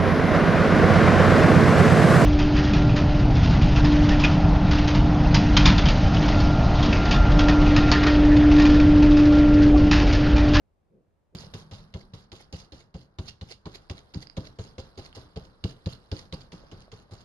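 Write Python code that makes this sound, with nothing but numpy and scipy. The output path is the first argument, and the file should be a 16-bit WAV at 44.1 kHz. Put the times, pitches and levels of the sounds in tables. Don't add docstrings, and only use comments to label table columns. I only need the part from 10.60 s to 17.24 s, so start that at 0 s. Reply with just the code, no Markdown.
import sys
import numpy as np
from scipy import signal
from scipy.fft import rfft, irfft, next_fast_len
from scipy.io import wavfile
from scipy.ndimage import uniform_filter1d

SR = 44100
rng = np.random.default_rng(int(sys.argv[2]) if len(sys.argv) > 2 else 0)


def put_to_file(sound):
    columns = np.atleast_2d(sound).T
    safe = np.clip(columns, -1, 1)
    whole_steps = np.round(safe * 32767)
    wavfile.write(sys.argv[1], SR, whole_steps.astype(np.int16))


def makeup_ratio(level_db):
    decades = np.asarray(level_db, float) / 20
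    return 10 ** decades


N = 292824
SIZE = next_fast_len(N + SR // 10, True)
TIME = np.arange(N) / SR
FREQ = np.arange(SIZE // 2 + 1) * SR / SIZE + 1e-3
CHANGE_S = .74995


def unit(x):
    return x / np.sqrt(np.mean(x ** 2))


def wave(spectrum):
    return irfft(spectrum, SIZE)[..., :N]


def along(hz, values):
    return np.interp(np.log(FREQ), np.log(hz), values)


def gain_of(colour):
    hz, db = np.transpose(colour)
    return makeup_ratio(along(hz, db))


def shape(x, gain):
    cepstrum = irfft(np.log(gain + 1e-9), SIZE)
    cepstrum[1:SIZE // 2] *= 2
    cepstrum[SIZE // 2 + 1:] = 0
    return wave(rfft(x, SIZE) * np.exp(rfft(cepstrum)))


# (frequency [Hz], likeness [0-1])
LIKENESS_AT_MICROPHONES = [(60, 1), (300, 0.71), (700, 0.69), (1300, 0), (2500, 1), (7000, 0.32),
                           (9000, 0.55)]


def pair(first, second, keep=1., gain=1.):
    hz, like = np.transpose(LIKENESS_AT_MICROPHONES)
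    like = np.clip(keep * along(hz, like), 0, 1)
    mid = rfft(first, SIZE) * np.sqrt(1 + like)
    side = rfft(second, SIZE) * np.sqrt(1 - like)
    return wave(gain * np.array([mid + side, mid - side]))


def noise(colour, keep=1.):
    return unit(pair(*rng.standard_normal((2, N)), keep, gain_of(colour)))


def burst(at, rise, fade):
    out = np.zeros(N)
    near = slice(max(int((at - 9 * rise) * SR), 0), int((at + 9 * fade) * SR))
    t = TIME[near] - at
    out[near] = np.exp(np.where(t < 0, t / max(rise, 1e-4), -t / fade))
    return out


def held(at, length, release):
    out = np.zeros(N)
    near = slice(int(at * SR), int((at + length + 12 * release) * SR))
    out[near] = 1 / (1 + np.exp((TIME[near] - at - length) / release))
    return out


def modes(x, table, spread_db):
    out = 0
    for (hz, db, t60), luck in zip(table, spread_db):
        pole = np.exp(2j * np.pi * hz / SR - np.log(1000) / (t60 * SR))
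        strike = [0, makeup_ratio(db + luck) * pole.imag]
        out = out + signal.lfilter(strike, [1, -2 * pole.real, abs(pole) ** 2], x)
    return out


def add(out, at, sound):
    start = int(at * SR)
    out[:, start:start + sound.shape[1]] += sound[:, :N - start]


# (frequency [Hz], level [dB per Hz])
HUSH_COLOUR = [(15, -37), (25, -2.5), (80, -1), (161, -10), (203, -9.5), (256, -14), (555, -13.5),
               (615, -15), (2750, -36.5), (12000, -47.5), (15600, -68), (22000, -120)]


def hush():
    bump_colour = [(70, -20), (110, -4), (185, 4), (270, -7), (380, 0), (520, -3.5), (800, -32), (2000, -63)]
    bump = makeup_ratio(-58) * uniform_filter1d(burst(.35, .03, .06), int(.05 * SR))
    lead_in = makeup_ratio(-54) * burst(CHANGE_S, .012, .012)
    air = makeup_ratio(-70.5) * noise(HUSH_COLOUR, 0.42)
    return air + (bump + lead_in) * noise(bump_colour)


# (time [s], thump level [dB], pitch [Hz], overtone level [dB])
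THUMPS = [(0.7315, -29.0, 87, -13.5), (0.9375, -34.0, 106, -7.0), (1.117, -36.0, 100, -23.0),
          (1.339, -29.5, 86, -8.5), (1.527, -37.5, 102, -6.5), (1.716, -43.0, 92, -17.5),
          (1.928, -32.5, 82, -5.0), (2.1205, -40.5, 70, -14.0), (2.3405, -35.0, 68, -4.5),
          (2.5845, -26.5, 88, -17.0), (2.81, -34.0, 82, -6.5), (3.053, -35.0, 78, -3.5),
          (3.2965, -29.5, 86, -13.0), (3.551, -30.0, 84, 0.0), (3.7705, -27.0, 98, -4.5),
          (3.9865, -28.5, 98, -16.0), (4.1795, -34.0, 84, -23.0), (4.3745, -36.5, 90, -32.5),
          (4.5635, -39.0, 92, -21.0), (4.757, -32.0, 72, -3.0), (5.0375, -20.5, 94, -9.0),
          (5.2575, -21.5, 94, -7.5), (5.5135, -22.5, 88, -20.5), (5.722, -32.0, 74, -1.0),
          (5.922, -47.5, 102, 6.0), (6.12, -41.5, 98, -9.0), (6.322, -41.5, 102, -12.0),
          (6.515, -36.5, 98, -28.5)]
# (frequency [Hz], level [dB], T60 [s])
CLOTH_RING = [(130, -8, .24), (150, -10, .22), (184, -10, .12)]


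def canvas():
    out, shudder = np.zeros((2, N)), np.zeros(N)
    t = np.arange(SR // 3) / SR
    lucks = rng.standard_normal((len(THUMPS), 3))
    push = np.exp(-((t - .02) / 0.00088) ** 2)
    for (s, db, hz, over_db), luck, dab in zip(THUMPS, lucks, DABS):
        free_s = .026 - .0005 * (db + 30)
        over_hz = 173 * (1 + .012 * luck[0])
        free = (1 - np.exp(-(t / .006) ** 2)) / (1 + np.exp((t - free_s) / .003))
        swing = -free * np.sin(2 * np.pi * hz * t)
        swing = swing - .3 * swing ** 2
        over = -makeup_ratio(over_db) * free * np.sin(2 * np.pi * over_hz * t)
        ring = makeup_ratio(over_db / 2) * modes(push / push.sum(), CLOTH_RING, 1.5 * luck)
        sides = makeup_ratio([[.4], [-.4]])
        add(out, s, makeup_ratio(db) * (swing * sides + over + ring))
        shudder += makeup_ratio(0.56 * db - 36) * held(s + 0.015, dab[3], 0.025)
    rumble = noise([(25, -2.5), (60, -2.5), (110, 1), (200, -5), (300, -14.5), (600, -47)])
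    return out + shudder * rumble


# (time [s], slap level [dB], crackle level [dB], time pressed [s])
DABS = [(0.7438, -32.5, -53.5, 0.13), (0.937, -34.0, -53.0, 0.094), (1.1117, -42.5, -57.5, 0.125),
        (1.3385, -34.0, -61.5, 0.1), (1.5352, -42.5, -59.0, 0.105), (1.7172, -37.5, -60.5, 0.13),
        (1.9255, -39.0, -52.0, 0.12), (2.1205, -40.5, -62.5, 0.13), (2.341, -46.5, -63.0, 0.11),
        (2.5855, -32.0, -61.0, 0.13), (2.8105, -37.0, -65.5, 0.14), (3.0555, -39.0, -64.0, 0.125),
        (3.2971, -26.5, -63.0, 0.096), (3.5378, -37.0, -60.0, 0.1), (3.7667, -35.0, -61.5, 0.15),
        (3.9868, -39.5, -56.5, 0.13), (4.1811, -36.0, -61.0, 0.12), (4.3745, -44.0, -61.5, 0.125),
        (4.5495, -61.0, -59.0, 0.1), (4.759, -40.5, -65.5, 0.14), (5.0389, -23.5, -56.5, 0.094),
        (5.2588, -29.0, -55.5, 0.1), (5.5149, -28.5, -56.0, 0.14), (5.7245, -30.0, -62.5, 0.15),
        (5.9188, -41.0, -62.5, 0.2), (6.1135, -43.5, -64.5, 0.16), (6.3165, -41.0, -61.5, 0.125),
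        (6.5095, -56.0, -61.5, 0.15)]
SHEET_HZ = [4000, 3700, 3800, 4000, 3750, 4300, 5100, 4350, 3300, 4150, 4200, 4300, 3000, 5000, 3850, 3150,
            3450, 4900, 5200, 4900, 3800, 4700, 5350, 4350, 3400, 3150, 3400, 3850]


def slaps():
    out = np.zeros((2, N))
    t = np.arange(SR // 20) / SR
    unevenness = makeup_ratio(2.34 * rng.exponential(size=(len(DABS), 1, len(t))))
    tips = rng.standard_normal((len(DABS), 2, len(t))) * unevenness
    for (s, db, _, _), hz, tip in zip(DABS, SHEET_HZ, tips):
        length = .0065 * 2 ** (-(db + 35) / 13)
        slap = unit(tip) * (1 - np.exp(-(t / 0.00061) ** 2)) * np.exp(-t / length)
        slap = slap + modes(slap, [(hz, -16, .002)], [0])
        add(out, s, makeup_ratio(db - 7) * slap)
    return signal.sosfilt(signal.butter(1, 7000, fs=SR, output="sos"), out)


# (frequency [Hz], level [dB])
CRACKLE_COLOUR = [(700, -2), (1500, -4.5), (2400, -3), (3500, -2), (5000, -3), (7500, 0.5), (11000, 3)]


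def grit():
    return unit(rng.standard_normal(N) * makeup_ratio(2.5 * rng.exponential(size=N)))


def patchy(x, depth_db, span_s):
    out, spectrum = 0, rfft(x, SIZE)
    for hz in 700 * 2 ** np.arange(0, 4.4, .25):
        band = wave(spectrum * np.clip(1 - 4 * abs(np.log2(FREQ / hz)), 0, 1))
        swell = unit(uniform_filter1d(rng.standard_normal(N), int(span_s * SR)))
        out = out + band * makeup_ratio(depth_db * swell)
    return out


def bristles():
    clumps = makeup_ratio(2.5 * unit(uniform_filter1d(rng.standard_normal(N), 130)))
    ticks = patchy(pair(grit(), grit()), 3, .016) * clumps
    return shape(ticks, gain_of(CRACKLE_COLOUR))


def pressing():
    return sum(makeup_ratio(db) * held(s, pressed, .014) * burst(s, 0, .1) for s, _, db, pressed in DABS)


# (time [s], level [dB])
AJAR = [(0.76, 0), (0.92, 3.5), (1.09, 0), (1.77, -4.5), (2.0, -0.7), (2.41, -9), (2.66, -2.5), (2.92, -8),
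        (3.2, 0.7), (4.3, -0.7), (4.67, 1.5), (4.82, -1.5), (5.3, 1.5), (5.95, -1.5), (6.64, -2.5)]


def ajar_db():
    return np.interp(TIME, *np.transpose(AJAR))


def gate():
    out = 0
    for s, _, _, pressed in DABS:
        out = np.maximum(out, held(s, pressed, 0.037))
    return out


# (time [s], knock level [dB], low modes level [dB], loudest mode [Hz], high modes level [dB])
KNOCKS = [(0.747, -45.5, -7.5, 400, -13.5), (0.938, -44.0, -9.0, 441, -4.5),
          (1.115, -47.0, -8.5, 514, -2.0), (1.347, -37.5, -22.0, 374, -15.5),
          (1.534, -47.5, -6.0, 511, -7.0), (1.72, -44.5, -21.5, 524, -3.0),
          (1.925, -40.5, -22.0, 541, -14.5), (2.12, -46.5, 5.0, 374, -11.5),
          (2.343, -38.5, -2.5, 530, -18.0), (2.584, -36.5, -3.5, 506, -6.5),
          (2.811, -46.0, -3.0, 371, -7.5), (3.055, -35.5, -20.5, 532, -4.5),
          (3.296, -37.0, -14.0, 511, -11.5), (3.543, -40.5, 1.5, 304, -9.0),
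          (3.768, -30.0, -7.0, 301, -15.5), (3.986, -37.0, -12.5, 436, -10.0),
          (4.18, -38.0, -18.0, 506, -10.0), (4.376, -35.5, -13.0, 371, -12.0),
          (4.564, -38.5, -6.0, 298, -11.5), (4.76, -36.5, -4.0, 532, -15.5),
          (5.038, -34.5, -5.5, 376, -18.0), (5.261, -37.5, -9.5, 452, -12.5),
          (5.515, -31.0, -14.0, 298, -16.0), (5.725, -41.0, -5.5, 506, 0.0),
          (5.927, -46.5, -0.5, 419, -3.0), (6.115, -43.5, -14.5, 374, -17.0),
          (6.32, -47.5, -10.0, 425, -5.5), (6.515, -45.5, -13.5, 508, -10.5)]
# (frequency [Hz], level [dB], T60 [s])
FRAME_MODES = [(250, -5, 0.15), (304, 1.5, 0.12), (374, -1, 0.062), (440, 0, 0.049), (520, -2.5, 0.06),
               (640, -10, 0.07), (800, 4.5, .05), (950, 0, 0.032), (1085, 0.5, 0.023), (1350, -15, 0.013)]


def frame():
    out = np.zeros((2, N))
    t = np.arange(SR // 4) / SR
    shoves = rng.standard_normal((len(KNOCKS), len(t)))
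    lucks = rng.standard_normal((len(KNOCKS), len(FRAME_MODES)))
    hz = np.transpose(FRAME_MODES)[0]
    for (s, db, low_db, best_hz, high_db), shove, luck in zip(KNOCKS, shoves, lucks):
        shake = shove * (np.exp(-((t - .012) / 0.0084) ** 2) + 0.28 * np.exp(-t / 0.061))
        place_db = np.where(hz < 350, low_db, np.where(hz > 700, high_db, 0))
        place_db = place_db + 6 * np.exp(-(np.log2(hz / best_hz) / .15) ** 2)
        knock = modes(shake, FRAME_MODES, place_db + 1.2 * luck)
        add(out, s, makeup_ratio(db - 30.5) * knock * makeup_ratio([[-.4], [.4]]))
    return out


# (frequency [Hz], level [dB per Hz])
AIR_COLOUR = [(15, -48), (25, 4), (124, -7), (185, -10.5), (300, -13.5), (441, -11), (715, -15.5),
              (1180, -16), (1550, -19.5), (2500, -35), (3250, -49), (5500, -120)]
# (frequency [Hz], width [Hz], level [dB])
DRONE = [(149, 10, -2.5), (193, 23, -3.5), (118.6, 9.3, -4.5)]
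# (frequency [Hz], level [dB], duration [s])
TABLE_HUM = [(157, -54, .5), (197, -59, .9), (235, -66, 1.05), (72, -58, .15)]


def drone():
    peaks = sum(makeup_ratio(db) / (1 + ((FREQ - hz) / width) ** 2) for hz, width, db in DRONE)
    level_db = np.maximum(-55 - 9 * (TIME - CHANGE_S), -66)
    return makeup_ratio(level_db - 6.5) * unit(wave(rfft(rng.standard_normal(N), SIZE) * peaks))


def table_hum():
    waver = .012 * unit(uniform_filter1d(rng.standard_normal(N), 5000))
    turns = np.cumsum(1 - .04 * burst(CHANGE_S, 0, .08) + waver) / SR
    out = 0
    for hz, db, length in TABLE_HUM:
        out = out + held(CHANGE_S, length, 0.052) * makeup_ratio(db) * np.sin(2 * np.pi * hz * turns)
    return out


def room():
    air = makeup_ratio(-60.5 + ajar_db()) * noise(AIR_COLOUR, 0.7)
    return makeup_ratio(10 * gate()) * (air + drone()) + table_hum()


# (time [s], level [dB], ring [Hz], dull share [dB], bright share [dB])
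TICKS = [(0.786, -32.5, 4850, -19, -5), (0.8384, -53, 5040, -7, 7), (2.6876, -36.5, 4330, -7, 4),
         (2.9153, -33, 4800, -11, 3), (3.38, -38.5, 4020, -12, 1.5), (3.5456, -32, 4900, 1.5, -2.5),
         (3.6047, -44, 4580, -5, 2.5), (3.627, -36, 4600, 0, -15), (3.6707, -34.5, 4900, 4, -15),
         (3.6985, -34, 4850, 4, -17), (3.8712, -36.5, 4200, -15, -5), (4.5282, -38, 3020, -2.5, 3),
         (5.3324, -35.5, 4320, -15, 0), (5.5668, -32.5, 4540, -9, 2.5), (6.2057, -54, 4200, -7, 27),
         (6.391, -48, 4040, -5, 0)]


def lifting_ticks():
    out = np.zeros((2, N))
    click = 1. * (np.arange(SR // 20) == 0)
    for s, db, hz, dull_db, bright_db in TICKS:
        parts = [(hz, 0, .0065), (2300, dull_db, .002), (10000, bright_db, .003)]
        add(out, s, makeup_ratio(db - 9) * (0.53 * click + modes(click, parts, [0, 0, 0]))[None])
    return out


# (time [s], snap level [dB], length [s], dull share [dB])
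PEELS = [(0.808, -48, .009, -12), (1.4104, -48, .003, 1.5), (1.7619, -56, .0065, -12),
         (1.806, -50, .011, 2.5), (1.999, -60, .011, -18), (2.206, -52, .007, 6),
         (2.6833, -36.5, .0105, -11), (2.915, -38, .0105, -1.5), (3.152, -35, .007, -5),
         (3.3085, -40.5, .004, -25), (3.381, -50.5, .0105, 4), (3.6237, -39, .005, -4),
         (3.7734, -41.5, .0038, 2.5), (3.849, -47, .0054, -11), (3.869, -47.5, .005, 4.5),
         (4.1985, -49, .007, -12), (4.3884, -44.5, .0055, -11), (4.455, -43, .008, -16),
         (4.558, -48, .006, -10), (2.887, -50, .004, -10), (2.413, -58, .005, -10), (5.042, -38, .002, -20),
         (6.218, -56, .004, -12), (5.93, -50, .004, -12), (4.772, -45, .0032, -1.5),
         (4.8485, -51.5, .0057, -17), (5.0935, -53, .0057, -12), (5.1074, -48, .005, -18),
         (5.327, -46, .0054, -11), (5.589, -42, .009, 1.5), (5.7397, -41.5, .005, -9),
         (5.8155, -51.5, .0075, -11), (6.532, -55, .007, -11), (6.6084, -50.5, .0045, -12)]


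def peeling():
    snaps, dull = np.zeros((2, N))
    for s, snap_db, length, dull_db in PEELS:
        snap = makeup_ratio(snap_db - 8) * burst(s + 0.003, 1.05 * length, length)
        snaps, dull = snaps + snap, dull + makeup_ratio(dull_db) * snap
    return snaps, dull


def small_room(source):
    t = np.arange(SR // 3) / SR
    echo = rng.standard_normal((2, len(t))) * makeup_ratio(-60 * t / .24) * (t > .004)
    echo = echo / np.sqrt(np.sum(echo[0] ** 2))
    return source + makeup_ratio(-12) * signal.fftconvolve(source, echo, axes=1)[:, :N]


# (frequency [Hz], left level [dB], right level [dB])
PORTS = [(670, -1, 4.4), (1260, -39, -3), (1590, -8, -2), (2100, 1.5, -12.5), (2350, -2, -14),
         (2750, -7, 2.5), (3600, -1.5, 2.5), (4250, -7.5, 7), (5050, -7.5, 7), (5600, -8.5, -1),
         (6550, 1.5, -10), (7650, -17.5, -15.5), (9800, -23, -22.5), (11400, -24.5, -29.5),
         (12400, -38, -40)]


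def at_the_ports(source):
    hz, left_db, right_db = np.transpose(PORTS)
    steep = FREQ ** 2 / (FREQ ** 2 + 500. ** 2)
    heard = [shape(x, steep * makeup_ratio(along(hz, db))) for x, db in zip(source, (left_db, right_db))]
    return makeup_ratio(8.5) * np.array(heard)


def brush():
    snaps, dull = peeling()
    loud = pressing() + snaps
    hiss = makeup_ratio(-76 + 2.1 * ajar_db())
    ticks = bristles()
    top = signal.sosfilt(signal.butter(4, 7000, "high", fs=SR, output="sos"), ticks)
    crackle = (ticks - top) * (loud + hiss) + top * (makeup_ratio(2.5) * loud + makeup_ratio(9.5) * hiss)
    flex = noise([(150, -34), (400, 12), (1200, -24), (2200, 6), (3500, -44)])
    return at_the_ports(small_room(crackle + slaps() + lifting_ticks())) + dull * flex


# (time [s], level [dB], ring [Hz])
TAPS = [(.837, -46, 520), (.868, -50, 520), (1.806, -50, 800), (2.024, -51, 520), (2.921, -48, 700),
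        (3.31, -40, 520), (3.068, -39, 620), (3.873, -50, 600), (6.037, -48, 550), (6.28, -49, 650),
        (6.498, -54, 600)]


def taps():
    out = np.zeros((2, N))
    tick = 1. * (np.arange(SR // 20) == 0)
    for s, db, hz in TAPS:
        ring = modes(tick, [(hz, 0, .02), (1.7 * hz, -6, .012)], [0, 0])
        add(out, s, makeup_ratio(db + 26) * ring[None] * hz / 7000)
    return out


def scene():
    step = -makeup_ratio(-30) * burst(CHANGE_S, 0, .001)
    top = signal.ellip(8, .2, 60, 12300, fs=SR, output="sos")
    left, right = signal.sosfilt(top, canvas() + brush() + frame() + room() + taps())
    dabbing = np.array([left, np.roll(right, 8)])
    return np.where(TIME < CHANGE_S, hush(), dabbing + step)


def band_limit(x):
    return signal.sosfilt(signal.butter(12, 15700, fs=SR, output="sos"), x)


def record(dry):
    mix = signal.sosfilt(signal.butter(1, 22, "high", fs=SR, output="sos"), dry)
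    return band_limit(mix)


dry = scene()
out = record(dry)
put_to_file(out)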